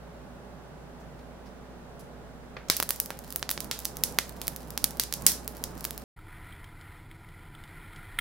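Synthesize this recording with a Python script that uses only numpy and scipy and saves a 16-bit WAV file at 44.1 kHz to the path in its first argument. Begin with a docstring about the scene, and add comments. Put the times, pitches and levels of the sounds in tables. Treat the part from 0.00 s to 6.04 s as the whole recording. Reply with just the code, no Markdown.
"""A memory board burns

An overloaded board creaks, then burns with small flames on a table in a small quiet room.
Its chip cases burst in sharp snaps, and hot resin spits and fizzes in tiny ticks between them.
The room answers each snap briefly; the power supply's hum and soft fan run underneath.
The loudest snaps clip the microphone."""
import sys
import numpy as np
from scipy import signal
from scipy.fft import rfft, irfft, next_fast_len
from scipy.io import wavfile
from scipy.ndimage import uniform_filter1d, map_coordinates

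SR = 44100
rng = np.random.default_rng(int(sys.argv[2]) if len(sys.argv) > 2 else 0)


def wav_out(sig):
    """Save sig, one row per channel (or a flat mono array), as 16-bit PCM at SR to the path in sys.argv[1]."""
    wavfile.write(sys.argv[1], SR, np.round(np.clip(np.atleast_2d(sig).T, -1, 1) * 32767).astype(np.int16))


N = 266364
TOP_HZ = 16100  # the highest pitch kept


# Bursting chip cases. Each row: start in seconds, level in dB, low thud in dB, high fizz in dB,
# ring pitch in Hz, room echo in dB, left side over right in dB.
SNAPS = [(2.6997, 14.5, -2, -4, 4600, -9.5, -1.5), (2.7671, -0.5, -25, 5, 5400, -7, -5),
         (2.7708, -6, -11, 7, 3000, -13, -4), (2.801, 7, 9, 3, 14300, -15.5, -1),
         (2.8267, 2, 10.5, 8, 3470, -13.5, 2), (2.8914, -1, 4, 12, 7140, -8, -10),
         (2.9064, 6.5, -3.5, 2, 11800, -11, -2.5), (3.0009, 7, -13, 11, 5550, -11.5, -1.5),
         (3.1048, -4.5, 17.5, -2, 13200, -5.5, -3), (3.36, 1.5, 5, 18.5, 6440, -9.5, -1),
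         (3.4278, -1.5, -1.5, -22, 1610, -14, -4), (3.492, -1, 0.5, -8, 4850, -13, -1),
         (3.5035, -4.5, -14, 3.5, 1600, 1.5, -3), (3.513, 3, 4, 12, 3450, -23, 0),
         (3.577, -6, 5.5, -21, 5100, -15, -3), (3.6046, -4.5, -21, -5.5, 14100, -7, -5.5),
         (3.7129, -0.5, -4.5, -8, 3600, -2.5, -2.5), (3.8536, 1.5, -20, -1.5, 5400, -9, -3.5),
         (4.037, 11.5, -16, 2.5, 5900, -12, -3), (4.1869, 12.5, -1, -4.5, 1980, -15, -3),
         (4.4161, -7, -5, 1.5, 3500, -5, -3), (4.48, 3, -0.5, 9.5, 3400, -14, -4),
         (4.7767, 0.5, -2.5, -1.5, 5200, -12, -3.5), (4.8421, 15, -7, 0, 11000, -19, -5.5),
         (4.9976, 10, -10.5, -1.5, 4440, -9.5, -2), (5.0366, -5, -15, -4, 10400, -17, -1),
         (5.1255, -2.5, -8, -4.5, 5800, -11.5, -5.5), (5.1386, -0.5, -29, -10, 14400, -7, -2),
         (5.2653, 23, -12, 4, 5500, -11, -2), (5.478, -4, -2, 12.5, 4900, -10.5, -3.5),
         (5.6395, -1, -19, -3.5, 5450, -10.5, -1), (5.8513, -1, -1, 0.5, 14500, -9.5, -3.5),
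         (5.908, -7, -3, 8, 3400, -14, -3.5)]

def snaps(vent_ms=0.31, vent_growth=0.21):
    """Every chip case bursts with its own size and ring; a stronger burst lets out gas for longer."""
    out = np.zeros((2, N))
    for s, db, thud_db, fizz_db, ring_hz, room_db, left_db in SNAPS:
        pulse = crack(thud_db, fizz_db, ring_hz, ring_db=3.5)
        length_ms = vent_ms * amp(vent_growth * db)
        add(out, s, amp(db) * panned(left_db) * pop(pulse, length_ms, room_db))
    return out


# The tone all cracks share. Each row: pitch in Hz, boost or cut in dB.
CRACK_TONE = [(40, -11), (150, -6.5), (500, -1.5), (1200, -.5), (1900, 0), (2700, -1.5), (5000, 0.4),
              (8200, -3), (11200, -0.43), (13200, 0), (16000, -3)]

def crack(thud_db, fizz_db, ring_hz, ring_db, sharpness=2.85, size=512):
    """A splitting case sends out one pulse of pressure, with a ring that dies quickly."""
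    hz = np.fft.rfftfreq(size, 1 / SR) + 1
    thud = thud_db / (1 + (hz / 2500) ** 2)
    fizz = fizz_db / (1 + (9000 / hz) ** 4)
    ring = ring_db / (1 + (sharpness * (hz / ring_hz - ring_hz / hz)) ** 2)
    gain = amp(thud + fizz + ring)
    gain /= np.sqrt(np.mean(gain[hz < TOP_HZ] ** 2))
    gain *= amp(along(CRACK_TONE, hz))
    cepstrum = irfft(np.log(gain))
    one_sided = np.r_[cepstrum[0], 2 * cepstrum[1:size // 2]]  # nothing sounds before the break
    return -irfft(np.exp(rfft(one_sided, size)))


def gas_burst(length_ms, size=512):
    """A sudden shock, then a brief jet of gas that differs a little between left and right."""
    ms = np.arange(size) / SR * 1000
    jet = rng.standard_normal(size) + rng.standard_normal((2, size))
    jet *= np.exp(-ms / length_ms)
    jet *= np.sqrt(length_ms) / np.linalg.norm(jet, axis=1, keepdims=True)
    jet[:, 0] = 1  # the shock
    spectrum = rfft(np.roll(jet, 12, axis=1))
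    # the gas stretches the pulse but leaves its overall tone alone
    tone = np.sqrt(uniform_filter1d(np.abs(spectrum) ** 2, size=7, axis=1))
    return irfft(spectrum / tone)[:, :size // 2]


def pop(pulse, length_ms, room_db, table_db=-11):
    """One burst, heard directly, off the table and from the walls."""
    paths = amp(room_db) * room_echo()
    add(paths, 0, gas_burst(length_ms))
    add(paths, .0006, amp(table_db) * table_echo())
    return signal.fftconvolve(paths, pulse[None], axes=1)


# Low thumps. Each row: start in seconds, peak level in dB, length of the first swing in ms.
THUMPS = [(2.699, -15, 0.95), (5.2653, -17, 1.4)]

def thumps(size=1024):
    """A low thump sounds under two loud, clipped snaps: one swing that reverses and dies away."""
    out = np.zeros((2, N))
    for s, db, length_ms in THUMPS:
        age = np.arange(size) / SR * 1000 / length_ms
        add(out, s, amp(db) * panned(-2.2) * (age - 1) * np.exp(-age))
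    return out


# The clearer spits of hot resin. Each row: start in seconds, level in dB.
SPITS = [(2.8325, -4), (2.961, -14), (3.0597, -10), (3.19, -14.5), (3.305, -13), (3.3248, -10),
         (3.335, -24), (3.3948, -18), (3.645, -14), (3.7905, -9), (3.802, -16), (3.8485, -13),
         (3.9695, -8.5), (4.124, -20), (4.2939, -14.5), (4.47, -8), (4.5623, -9), (4.7052, -12),
         (4.908, -14), (4.971, -19), (5.2219, -15), (5.3186, -4.5), (5.569, -18), (5.8083, -13.5),
         (5.843, -6.5), (5.978, -10.5)]

def spitting():
    """Single bubbles of resin burst with a small, dry, bright tick."""
    out = np.zeros((2, N))
    for s, db in SPITS:
        pitch, place = rng.standard_normal(2)
        pulse = crack(thud_db=-4, fizz_db=11, ring_hz=5500 * np.exp(.12 * pitch), ring_db=7)
        add(out, s, amp(db) * panned(place - 2) * pop(pulse, length_ms=.45, room_db=-10))
    return out


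def frying(patter_start_s=4, patter_db=-36, flurry_db=-33, scatter_s=0.032, spread_db=5):
    """Boiling resin makes a patter of tiny ticks, which crowd into a stronger flurry around each spit."""
    hot_spots = [pop(crack(0, 2.7, ring_hz, ring_db=3), length_ms=0.4, room_db=-2)
                 for ring_hz in (4540, 5560, 7160, 12100)]
    patter = [(s, patter_db) for s in rng.uniform(patter_start_s, N / SR, 240)]
    flurries = [(s + scatter_s * lag, flurry_db) for s, _ in SPITS for lag in rng.standard_normal(8)]
    out = np.zeros((2, N))
    for s, db in patter + flurries:
        size_db = spread_db * np.clip(rng.standard_normal(), -2, 2)
        add(out, s, amp(db + size_db) * hot_spots[rng.integers(len(hot_spots))])
    return out * panned(-2)


# Faint creaks of the warming board. Each row: start in seconds, level in dB, low thud in dB,
# high fizz in dB, ring pitch in Hz, length in seconds.
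CREAKS = [(0.998, -35, 0, -4, 6000, .018), (1.189, -32, 4, -12, 4000, .008),
          (1.457, -26, 16, -8, 5300, 0.018), (1.991, -23.5, -19, -10, 10600, 0.019),
          (2.5663, -8, 23, -45, 2320, .003), (2.6842, -18, -1, -8, 6300, 0.0016)]

def creaks(slips=5):
    """The board creaks as it heats, before anything bursts: each creak is a quick run of tiny slips."""
    out = np.zeros((2, N))
    for s, db, thud_db, fizz_db, ring_hz, length_s in CREAKS:
        pulse = crack(thud_db, fizz_db, ring_hz, ring_db=8)
        for lag in length_s * (np.arange(slips) + rng.random(slips)) / slips:
            add(out, s + lag, amp(db) / np.sqrt(slips) * pop(pulse, length_ms=4.2, room_db=-3))
    return out * panned(-2)


# The tone of the flames. Each row: pitch in Hz, relative strength in dB.
FLAME_TONE = [(12, -20), (26, -4), (36, -15), (100, -8), (165, 0.5), (220, -4), (400, -10), (1000, -14.5),
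              (4000, -39), (16000, -37)]

def flames(catch_s=3.22, grow_s=0.44, full_db=-51, flicker_db=4.5):
    """Small flames catch, grow and then flutter with a low, soft rush."""
    growth = np.clip((np.arange(N) / SR - catch_s) / grow_s, 0, 1)
    rush = noise(FLAME_TONE, likeness=[(30, 1.0), (1000, 0.66), (5000, .1)], size=N)
    return growth * amp(full_db + flicker_db * wobble(9)) * rush * panned(-4)


# How long the echo lasts. Each row: pitch in Hz, seconds to fade by 60 dB.
ECHO_FADE = [(200, 0.043), (1300, 0.29), (3500, 0.28), (9000, 0.27), (16000, 0.18)]
# The tone of the echo. Each row: pitch in Hz, relative strength in dB.
ECHO_TONE = [(200, -14.5), (1500, -4.5), (3000, -4), (5500, -1.5), (11000, -1), (16000, -4)]
# The width of the echo. Each row: pitch in Hz, how alike left and right are (1 means the same).
ECHO_LIKENESS = [(200, 0.55), (1400, 0.94), (3100, 0.51), (6800, 0.034), (15000, 0)]

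def room_echo(build_s=0.0011, grain=0.097, size=8192):
    """The walls scatter the sound back, and each pitch fades at its own speed."""
    hz, slice_s, slices = signal.stft(noise(ECHO_TONE, ECHO_LIKENESS, size), SR, nperseg=128)
    fade = amp(-60 * slice_s / along(ECHO_FADE, hz)[:, None])
    tail = signal.istft(slices * fade, SR, nperseg=128)[1][:, :size]
    build_up = 1 - .5 * np.exp(-np.arange(size) / SR / build_s)
    roughness = np.exp(grain * rng.standard_normal(size))
    return unit(tail * build_up * roughness) / np.sqrt(size)


def table_echo(fade_s=0.013, size=768):
    """Sound bounces quickly off the table top and the things close to the board."""
    scatter = noise(ECHO_TONE, likeness=[(1000, 0.99), (12000, 0.06)], size=size)
    fade = amp(-60 * np.arange(size) / SR / fade_s)
    return unit(scatter * fade) / np.sqrt(size)


# The mains hum, then its second harmonic and the fan's tones. 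Each row: pitch in Hz, base level in dB.
SUPPLY_TONES = [(59, -53), (119, -65.5), (248, -58), (420, -63), (581, -64), (829, -67)]

def power_supply(load_boost_db=4, fan_trim_db=-1):
    """The supply hums harder once the board draws current; the hum's overtone and the fan's tones waver fuzzily
    above it."""
    t = np.arange(N) / SR
    (mains_hz, hum_db), *upper_tones = SUPPLY_TONES
    load = np.interp(t, [2.7, 4.8], [0, 1])
    hum = unit(np.sin(2 * np.pi * mains_hz * t + 0.06 * wobble(3)))
    hum *= amp(hum_db + load_boost_db * load)
    fan = np.zeros(N)
    for hz, db in upper_tones:
        swell_db, drift = 2 * wobble(14), 1.1 * wobble(14)
        fan += amp(db + fan_trim_db + swell_db) * unit(np.sin(2 * np.pi * hz * t + drift))
    return (hum + fan) * panned(-4)


# The rush of fan and room air. Each row: pitch in Hz, relative strength in dB.
AIR_TONE = [(100, -15), (125, -4), (150, -1.5), (190, -2.5), (225, -5.5), (290, -9), (560, -8), (820, -12),
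            (1100, -16), (1500, -17.5), (2260, -26), (4500, -32), (9000, -37.5), (15500, -43.5)]
# A deep rumble. Each row: pitch in Hz, relative strength in dB.
RUMBLE_TONE = [(12, -13), (27, 0.5), (36, -27), (52, -1), (78, -8), (100, -12), (140, -55), (1000, -57)]
# The width of both. Each row: pitch in Hz, how alike left and right are (1 means the same).
AIR_LIKENESS = [(60, -0.17), (130, 0.9), (290, 0.49), (640, 0.61), (1410, 0.3), (3100, -0.1), (6820, -0.4),
                (15000, 0.19)]

def air(rush_db=-47.5, rumble_db=-58.5):
    """Air from the fan and the room rushes softly over a deep rumble."""
    rush = amp(rush_db) * noise(AIR_TONE, AIR_LIKENESS, N)
    rumble = amp(rumble_db) * noise(RUMBLE_TONE, AIR_LIKENESS, N)
    return (rush + rumble) * panned(-2.1)


def amp(db):
    """Turn dB into a number to multiply by."""
    return 10 ** (np.asarray(db) / 20)


def unit(x):
    """Scale a sound to an average power of 1."""
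    return x / np.sqrt(np.mean(x ** 2) + 1e-20)


def along(points, hz):
    """Read a value between a table's rows, on a musical pitch scale."""
    pitches, values = np.transpose(points)
    return np.interp(np.log(hz + 1), np.log(pitches), values)


def wobble(rate, size=2048):
    """A smooth curve through `rate` random points a second."""
    points = rng.standard_normal(size)
    smooth = map_coordinates(points, [np.linspace(0, rate * N / SR, size)])
    return np.interp(np.arange(N), np.linspace(0, N, size), smooth)


def panned(left_db):
    """Left and right volumes; below zero leans right."""
    return amp([[left_db / 2], [-left_db / 2]])


def add(track, s, sound):
    """Mix a stereo sound in at s seconds."""
    start = min(max(round(s * SR), 0), N)
    part = track[:, start:start + sound.shape[1]]
    part += sound[:, :part.shape[1]]


def noise(tone, likeness, size):
    """Stereo noise with a chosen tone and left-right likeness."""
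    length = next_fast_len(size)
    hz = np.fft.rfftfreq(length, 1 / SR)
    width = np.arccos(np.clip(along(likeness, hz), -1, 1)) / 2
    spectrum = rfft(rng.standard_normal((2, length))) * amp(along(tone, hz))
    mid, side = irfft(spectrum * [np.cos(width), np.sin(width)], length)[:, :size]
    return unit(np.array([mid + side, mid - side]))


def scene():
    """The burning board over the steady background."""
    return power_supply() + air() + flames() + snaps() + thumps() + creaks() + spitting() + frying()


def record(dry):
    """The microphone clips the loudest peaks, and the very highest pitches are cut away."""
    length = next_fast_len(N + 4096)
    hz = np.fft.rfftfreq(length, 1 / SR)
    treble_cut = np.clip((TOP_HZ - hz) / 400 + .5, 0, 1)
    clipped = np.clip(dry, -1, 1)
    return irfft(rfft(clipped, length) * treble_cut, length)[:, :N]


dry = scene()
out = record(dry)
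wav_out(out)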